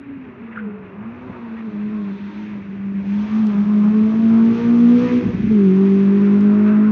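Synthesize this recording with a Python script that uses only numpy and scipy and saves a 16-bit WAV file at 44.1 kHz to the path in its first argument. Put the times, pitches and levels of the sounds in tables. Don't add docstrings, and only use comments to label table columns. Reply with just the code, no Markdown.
import sys
import numpy as np
from scipy import signal
from scipy.fft import rfft, irfft, next_fast_len
from scipy.io import wavfile
from scipy.ndimage import uniform_filter1d

SR = 44100
rng = np.random.default_rng(int(sys.argv[2]) if len(sys.argv) > 2 else 0)


def master(y):
    cut = np.clip(np.atleast_2d(y).T, -1, 1)
    pcm = np.round(cut * 32767)
    wavfile.write(sys.argv[1], SR, pcm.astype(np.int16))


N = 304731
T = np.arange(N) / SR
PASS_S, SPEED_M_S, CLOSEST_M = 4.92, 15.3, 23
SURGE_DB = 1.1

# (time [s], firing rate [Hz])
FIRING_HZ = [(0, 277), (.1, 281), (.35, 241), (.9, 184), (1.0, 212), (1.15, 243), (1.27, 256), (1.5, 225),
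             (1.63, 224), (1.77, 204), (1.92, 215), (2.1, 196), (2.46, 212), (2.65, 197), (3.05, 197),
             (3.4, 220), (3.55, 201), (3.72, 210), (3.83, 207), (3.92, 213), (4.1, 217), (4.23, 225),
             (4.45, 227), (4.6, 234), (4.84, 237), (5.06, 247), (5.32, 241), (5.51, 219), (5.6, 200),
             (5.7, 186), (5.82, 196), (5.95, 195), (6.91, 214)]
# (time [s], opening [0-1])
THROTTLE_OPEN = [(5.18, 1), (5.21, .2), (5.495, .2), (5.52, 1)]
# (time [s], note waver [0-1], overtone waver [0-1])
WAVER = [(0, .32, .8), (1.3, .3, .8), (1.5, .22, .7), (1.9, .17, .4), (2.3, .12, .7), (3.0, .08, 1.),
         (3.8, .05, .8), (4.6, .04, .35), (5.15, .05, .3), (5.25, .2, .4), (5.48, .2, .5), (5.58, .07, .17),
         (6.3, .065, .25), (6.91, .05, .45)]
# (time [s], level [dB])
BOOM_DB = [(0, -37.5), (.1, -33), (.25, -35.5), (.45, -34), (.68, -27.5), (.87, -38.5), (1.07, -28),
           (1.14, -35.5), (1.5, -27.5), (1.95, -23), (2.2, -26.5), (2.8, -28.5), (2.87, -22.5),
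           (3.05, -19.5), (3.4, -14), (4.35, -10.5), (4.7, -12), (4.87, -8.5), (4.97, -10.5), (5.01, -16),
           (5.15, -14), (5.65, -11.5), (5.95, -12.5), (6.45, -11.5), (6.91, -11.5)]
FIFTH_DB = [(.8, -66), (1.1, -46), (1.95, -43.5), (2.55, -43), (2.8, -53), (3.0, -42.5), (3.5, -51),
            (3.8, -61.5)]
OCTAVE_DB = [(0, -68), (.7, -51), (.88, -53), (1.0, -53), (1.35, -54.5), (1.5, -46), (2.14, -39.5),
             (2.25, -55), (3.2, -46.5), (3.95, -33.5), (4.2, -34.5), (4.3, -38), (4.5, -36.5), (4.6, -25.5),
             (4.88, -33.5), (5.02, -23), (5.13, -27), (5.2, -32.5), (5.31, -32), (5.35, -57), (5.49, -55),
             (5.515, -24.5), (5.7, -19), (6.2, -25.5), (6.65, -29), (6.91, -36)]
THIRD_HARMONIC_DB = [(1.45, -66), (1.8, -53), (2.2, -62), (3.35, -64), (3.6, -48), (4.15, -43), (4.5, -51),
                     (5.15, -51), (5.25, -68), (5.5, -66), (5.8, -51), (6.4, -45.5), (6.65, -39),
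                     (6.91, -44)]
# (time [s], half width [s], depth [dB])
BOOM_DIPS = [(.25, 0.017, 11), (.35, 0.054, 12), (.935, 0.023, 11), (1.19, 0.048, 6), (1.33, 0.064, 11),
             (1.57, 0.011, 4.5), (1.715, 0.018, 17), (2.18, 0.019, 11), (2.32, 0.03, 11), (2.465, 0.014, 4),
             (2.65, 0.039, 5), (2.935, 0.011, 6.5), (3.04, 0.032, 8), (3.28, 0.041, 10), (3.53, 0.037, 5.5),
             (3.65, 0.023, 7), (3.93, 0.012, 4.5), (4.14, 0.071, 5), (4.22, 0.0089, 3.5),
             (4.59, 0.06, 10.5), (5.09, 0.016, 15), (5.416, 0.0064, 13), (5.487, .008, 8)]
# (time [s], level of lines between harmonics [dB], scatter level [dB])
UNEVEN_DB = [(0, -56, -47), (1.5, -50, -43.5), (3.0, -46, -42), (3.8, -38, -39), (4.2, -30.5, -36.5),
             (5.15, -23.5, -34.5), (5.3, -36, -40), (5.48, -38, -40), (5.55, -28.5, -35),
             (5.9, -29.5, -35.5), (6.3, -26.5, -38), (6.91, -28.5, -37.5)]
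# (time [s], gain [dB])
POP_DB = [(.168, -34), (.277, -33), (1.005, -33), (1.026, -28), (1.288, -27), (1.675, -34), (2.168, -34),
          (3.375, -29), (5.224, -17.5), (5.246, -11.5), (5.259, -15.5), (5.277, -12), (5.336, -14),
          (5.374, -19), (5.395, -13), (5.432, -12), (5.463, -13), (5.492, -15.5), (5.511, -16)]
# (frequency [Hz], decay [s], gain [dB])
PIPE_MODES = [(72, 0.02, -11), (122, 0.014, -2), (205, 0.016, 6), (262, 0.012, -2), (366, 0.012, -10)]
# (time [s], level [dB])
RASP_DB = [(0, -53.5), (.7, -46), (.9, -47), (1.25, -42.5), (1.9, -47), (2.4, -48), (2.85, -50.5),
           (3.25, -42), (3.6, -40), (4.2, -39), (4.6, -37.5), (4.8, -39.5), (5.1, -36.5), (5.45, -46),
           (5.75, -40.5), (6.91, -38)]
# (multiple of firing rate [1], gain [dB])
RASP_TONES = [(4, -21), (5, -21), (6, -26)]
# (time [s], half width [s], cover [0-1])
COVER = [(0.355, 0.71, 1.), (1.607, 0.82, .4), (2.801, 0.28, 0.7), (3.719, 0.18, 0.09)]
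# (time [s], half width [s], gain [dB])
LOOSE_ROAD = [(.25, 0.5, 4), (2.36, 0.6, 3), (3.28, 0.25, 4), (4.6, 0.1, 4), (5.08, 0.17, 6.5),
              (6.15, 0.24, 1.5), (6.68, 0.027, 3.5)]
# (time [s], half width [s], level [dB])
TYRE_SCUFFS = [(0.53, 0.015, -45), (0.565, 0.01, -44), (0.595, 0.014, -42.5), (1.586, 0.026, -44.5)]
# (time [s], pitch [Hz], level [dB])
TYRE_CHIRP = [(.545, 1644, -52), (.558, 1560, -37.5), (.569, 1490, -36.5), (.574, 1400, -26.5),
              (.583, 1400, -33), (.591, 1480, -28), (.599, 1520, -29), (.606, 1440, -45), (.62, 1480, -75)]
TYRE_SQUEAL = [(1.12, 830, -62), (1.22, 890, -56), (1.29, 1020, -54), (1.36, 970, -52), (1.5, 900, -58),
               (1.7, 880, -66), (1.89, 990, -60), (1.94, 1055, -50.5), (2.0, 1100, -49), (2.05, 1060, -51),
               (2.11, 990, -64), (2.18, 925, -53), (2.45, 920, -53), (2.6, 900, -70), (3.0, 890, -70),
               (3.12, 905, -50), (3.24, 930, -44), (3.33, 890, -56)]
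# (time [s], level [dB])
SPRAY_DB = [(5.9, -66.5), (6.3, -45), (6.55, -43.5), (6.7, -35.5), (6.91, -40.5)]
CRUNCH_DB = [(1.0, -91), (1.3, -68), (1.9, -66), (2.35, -58.5), (2.8, -90)]
# (time [s], peak level [dB])
STONE_DB = [(3.4697, -28), (6.4088, -30.5)]
# (time [s], pitch ratio [1], level [dB])
TREE_ECHO = [(3.0, 0.89, -46), (3.65, 0.87, -33), (4.3, 0.85, -36), (4.9, 0.91, -40), (5.5, 1.73, -41),
             (5.9, 1.3, -35.5), (6.4, 0.97, -38), (6.91, 1.3, -39)]
# (time [s], level [dB])
FLUTTER_DB = [(0, -45.5), (1.2, -46.5), (2.7, -45), (3.6, -38.5), (4.2, -38.5), (4.7, -40), (5.3, -39),
              (5.8, -45), (6.3, -46.5), (6.91, -46)]
# (time [s], pitch [Hz], level [dB])
FAR_TONE = [(.2, 458, -53), (.32, 373, -48), (.4, 408.4, -44), (.48, 473, -50), (.6, 498, -49),
            (.7, 411.4, -31.5), (.79, 436.5, -43.5), (.95, 377.6, -47)]

# (frequency [Hz], relative density [dB])
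PIPE_SPECTRUM = [(55, -24.5), (100, -10), (120, -4.5), (155, -6.5), (180, 1), (255, 1.5), (305, -2.5),
                 (355, -2), (420, -4), (465, -19.5), (560, -25), (720, -28)]
RASP_SPECTRUM = [(300, -13), (500, -4.5), (625, -1), (750, -4.5), (970, -0.5), (1200, 0), (1450, -5),
                 (1800, -10), (2600, -16.5), (4000, -43.5)]
CLATTER_SPECTRUM = [(900, -29), (1500, 2.5), (1900, 1.5), (2600, 1), (3100, -14), (3800, -20),
                    (5000, -39.5)]
HISS_SPECTRUM = [(2000, -2.5), (3200, 6), (4000, -0.5), (5000, -5.5), (6100, -5.5), (6800, -14.5),
                 (7400, -24), (8000, -52)]
STONE_SPECTRUM = [(1500, 0), (5500, 0), (7000, -7), (9000, -20), (11500, -17)]
FLUTTER_SPECTRUM = [(25, -41), (38, -30), (55, -15), (75, -4), (100, -1.5), (130, -2.5), (200, -7),
                    (400, -12.5), (700, -22)]
SCUFF_SPECTRUM = [(1200, -21.5), (1700, 2), (2200, -3), (2750, -9), (3500, -23), (5000, -60)]
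SPRAY_SPECTRUM = [(850, -17), (1150, -2.5), (1400, -.5), (1650, -7.5), (2000, -20.5)]
CRUNCH_SPECTRUM = [(2700, -13.5), (3500, 1), (4200, -6.5), (5000, -20.5)]


def exhaust(firings, shut_db=-13):
    note_waver, overtone_waver = curves(WAVER)
    phase = 2 * np.pi * firings
    boom_db = curve(BOOM_DB) - humps(BOOM_DIPS) + shut_db * (1 - curve(THROTTLE_OPEN))
    boom = undb(boom_db) * tone(phase, note_waver, rate_hz=29)
    octave = undb(curve(OCTAVE_DB)) * tone(2 * phase, overtone_waver, rate_hz=34)
    third = undb(curve(THIRD_HARMONIC_DB)) * tone(3 * phase, .3 + .7 * overtone_waver, rate_hz=32)
    fifth = undb(curve(FIFTH_DB)) * tone(1.5 * phase, overtone_waver, rate_hz=20)
    return boom + octave + third + fifth


def uneven_firing(firings):
    lines_db, scatter_db = curves(UNEVEN_DB)
    note_waver, _ = curves(WAVER)
    phase = 2 * np.pi * firings
    orders = [k / 4 for k in range(1, 12) if k % 4]
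    lines = sum(tone(k * phase + rng.uniform(0, 2 * np.pi), .36 + note_waver, rate_hz=17) for k in orders)
    pulses = np.diff(np.floor(firings), prepend=0) * rng.standard_normal(N)
    return colour(lines, PIPE_SPECTRUM) * undb(lines_db) + colour(pulses, PIPE_SPECTRUM) * undb(scatter_db)


def burble(attack_s=.0028):
    t, out = T[:SR], np.zeros(N)
    onset = (1 - np.exp(-t / attack_s)) ** 2
    for time_s, pop_db in POP_DB:
        detunes = 1 + .06 * rng.standard_normal(len(PIPE_MODES))
        ring = sum(undb(db) * np.sin(2 * np.pi * hz * detune * t) * np.exp(-t / decay_s)
                   for detune, (hz, decay_s, db) in zip(detunes, PIPE_MODES))
        start = int(time_s * SR)
        out[start:start + len(t)] += undb(pop_db) * ring * onset
    return out


def gas_rasp(firings):
    note_waver, _ = curves(WAVER)
    steadiness = np.exp(-note_waver / .1)
    phase = 2 * np.pi * firings
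    tones = steadiness * sum(undb(db) * tone(round(k) * phase, waver=1, rate_hz=28) for k, db in RASP_TONES)
    gas = cycle_noise(firings, memory=.25 + .55 * steadiness, cycles=6) * (1 + .2 * np.cos(phase))
    return colour(gas + tones, RASP_SPECTRUM) * undb(curve(RASP_DB) + SURGE_DB * drift(rate_hz=18))


def valve_clatter(firings):
    level_db = pass_by_db(closest_db=-46, astern_db=3, hidden_db=-2, shut_db=1.5, doubling_db=3.5)
    rattle = cycle_noise(firings, memory=.17, cycles=4) * (1 + .32 * np.cos(2 * np.pi * firings))
    swell_db = humps(LOOSE_ROAD) + SURGE_DB * drift(rate_hz=18)
    return colour(rattle, CLATTER_SPECTRUM) * undb(level_db + swell_db)


def tyre_hiss(firings):
    level_db = pass_by_db(closest_db=-51, astern_db=0, hidden_db=-14.5, shut_db=-2, doubling_db=-2.5)
    grit = rng.standard_normal(N) * undb(1.2 * drift(rate_hz=900))
    pulsing = 1 + .15 * np.cos(2 * np.pi * firings)
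    swell_db = humps(LOOSE_ROAD) + .5 * drift(rate_hz=9.9)
    return colour(grit * pulsing, HISS_SPECTRUM) * undb(level_db + swell_db)


def tyre_slip():
    envelope = humps([(time_s, width_s, undb(db)) for time_s, width_s, db in TYRE_SCUFFS])
    scuffs = envelope * colour(rng.standard_normal(N), SCUFF_SPECTRUM)
    chirp = glide(TYRE_CHIRP, waver=.6, rate_hz=380)
    squeal = glide(TYRE_SQUEAL, waver=.48, rate_hz=86)
    return reverb(scuffs + chirp + squeal, t60_s=.6, wet_db=-11.5)


def gravel():
    grains = rng.standard_normal(N) * undb(1.3 * drift(rate_hz=600))
    crunch = undb(curve(CRUNCH_DB)) * colour(grains, CRUNCH_SPECTRUM)
    spray = (T > SPRAY_DB[0][0]) * undb(curve(SPRAY_DB)) * colour(grains, SPRAY_SPECTRUM)
    return crunch + spray


def stones():
    knocks = np.zeros(N)
    for time_s, db in STONE_DB:
        knocks[int(time_s * SR)] += undb(db)
    clicks = colour(knocks, STONE_SPECTRUM)
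    return clicks * knocks.max() / np.abs(clicks).max()


def tree_echo(firing_hz):
    ratio, db = curves(TREE_ECHO)
    phase = 2 * np.pi * np.cumsum(firing_hz * ratio) / SR
    return undb(db) * tone(phase, waver=1, rate_hz=22)


def air_flutter():
    rumble = colour(rng.standard_normal(N), FLUTTER_SPECTRUM)
    return rumble * undb(curve(FLUTTER_DB) + 2.3 * drift(rate_hz=13))


def far_tone():
    return glide(FAR_TONE, waver=.27, rate_hz=21.3)


def pass_by_db(closest_db, astern_db, hidden_db, shut_db, doubling_db):
    along_m = SPEED_M_S * (T - PASS_S)
    distance_m = np.hypot(along_m, CLOSEST_M)
    spreading_db = 20 * np.log10(CLOSEST_M / distance_m)
    grass_db = doubling_db * np.log2(distance_m / CLOSEST_M)
    direction_db = astern_db * along_m / distance_m
    cover = sum(share * np.exp(-((T - time_s) / width_s) ** 4) for time_s, width_s, share in COVER)
    shut = 1 - curve(THROTTLE_OPEN)
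    return closest_db + spreading_db + grass_db + direction_db + hidden_db * cover + shut_db * shut


def reverb(x, t60_s, wet_db):
    t = T[:SR // 2]
    tail = rng.standard_normal(len(t)) * np.exp(-np.log(1000) * t / t60_s)
    return x + undb(wet_db) * signal.fftconvolve(x, tail / np.linalg.norm(tail))[:N]


def cycle_noise(firings, memory, cycles):
    noise, out, power = rng.standard_normal(N), 0, 0
    for k in range(cycles):
        earlier = np.interp(firings - 4 * k, firings, np.arange(N))
        share = np.clip(memory, 0, 1) ** k
        out += share * noise[np.rint(earlier).astype(int)]
        power += share ** 2
    return out / np.sqrt(power)


def glide(table, waver, rate_hz):
    hz, db = curves(table)
    gate = uniform_filter1d(1. * (T > table[0][0]) * (T < table[-1][0]), size=900)
    return gate * undb(db) * tone(2 * np.pi * np.cumsum(hz) / SR, waver, rate_hz)


def tone(phase, waver, rate_hz):
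    in_phase = (1 + waver * drift(rate_hz)) * np.sin(phase)
    quadrature = waver * drift(rate_hz) * np.cos(phase)
    return np.sqrt(2 / (1 + 2 * waver ** 2)) * (in_phase + quadrature)


def drift(rate_hz):
    hold = int(SR / rate_hz)
    steps = np.repeat(rng.standard_normal(N // hold + 1), hold)
    return unit_rms(uniform_filter1d(steps, hold)[:N])


def colour(x, spectrum):
    hz, db = np.transpose(spectrum)
    size = next_fast_len(N + 4096)
    bin_hz = np.maximum(np.arange(size // 2 + 1) * SR / size, 1)
    skirts = np.minimum(bin_hz / hz[0], 1) ** 2 * np.minimum(hz[-1] / bin_hz, 1) ** 4
    gain = skirts * undb(np.interp(np.log(bin_hz), np.log(hz), db))
    return unit_rms(irfft(rfft(x, size) * gain, size)[:N])


def humps(table):
    return sum(height * np.exp(-((T - time_s) / width_s) ** 2) for time_s, width_s, height in table)


def curves(table):
    time_s, *columns = np.transpose(table)
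    return [np.interp(T, time_s, column) for column in columns]


def curve(table):
    return curves(table)[0]


def unit_rms(x):
    return x / np.sqrt(np.mean(x ** 2))


def undb(db):
    return 10 ** (np.asarray(db) / 20)


def scene():
    firing_hz = curve(FIRING_HZ) * (1 + .002 * drift(rate_hz=12))
    firings = np.cumsum(firing_hz) / SR
    pipe = exhaust(firings) + uneven_firing(firings) + burble()
    engine = pipe + gas_rasp(firings) + valve_clatter(firings)
    tyres = tyre_hiss(firings) + tyre_slip() + gravel() + stones()
    background = tree_echo(firing_hz) + air_flutter() + far_tone()
    return (engine + tyres + background)[None]


def record(dry):
    low_hz, top_hz = 48, 11800
    thin = signal.sosfilt(signal.butter(4, low_hz, "high", fs=SR, output="sos"), dry)
    return signal.sosfilt(signal.ellip(8, .2, 70, top_hz, fs=SR, output="sos"), thin)


dry = scene()
out = record(dry)
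master(out)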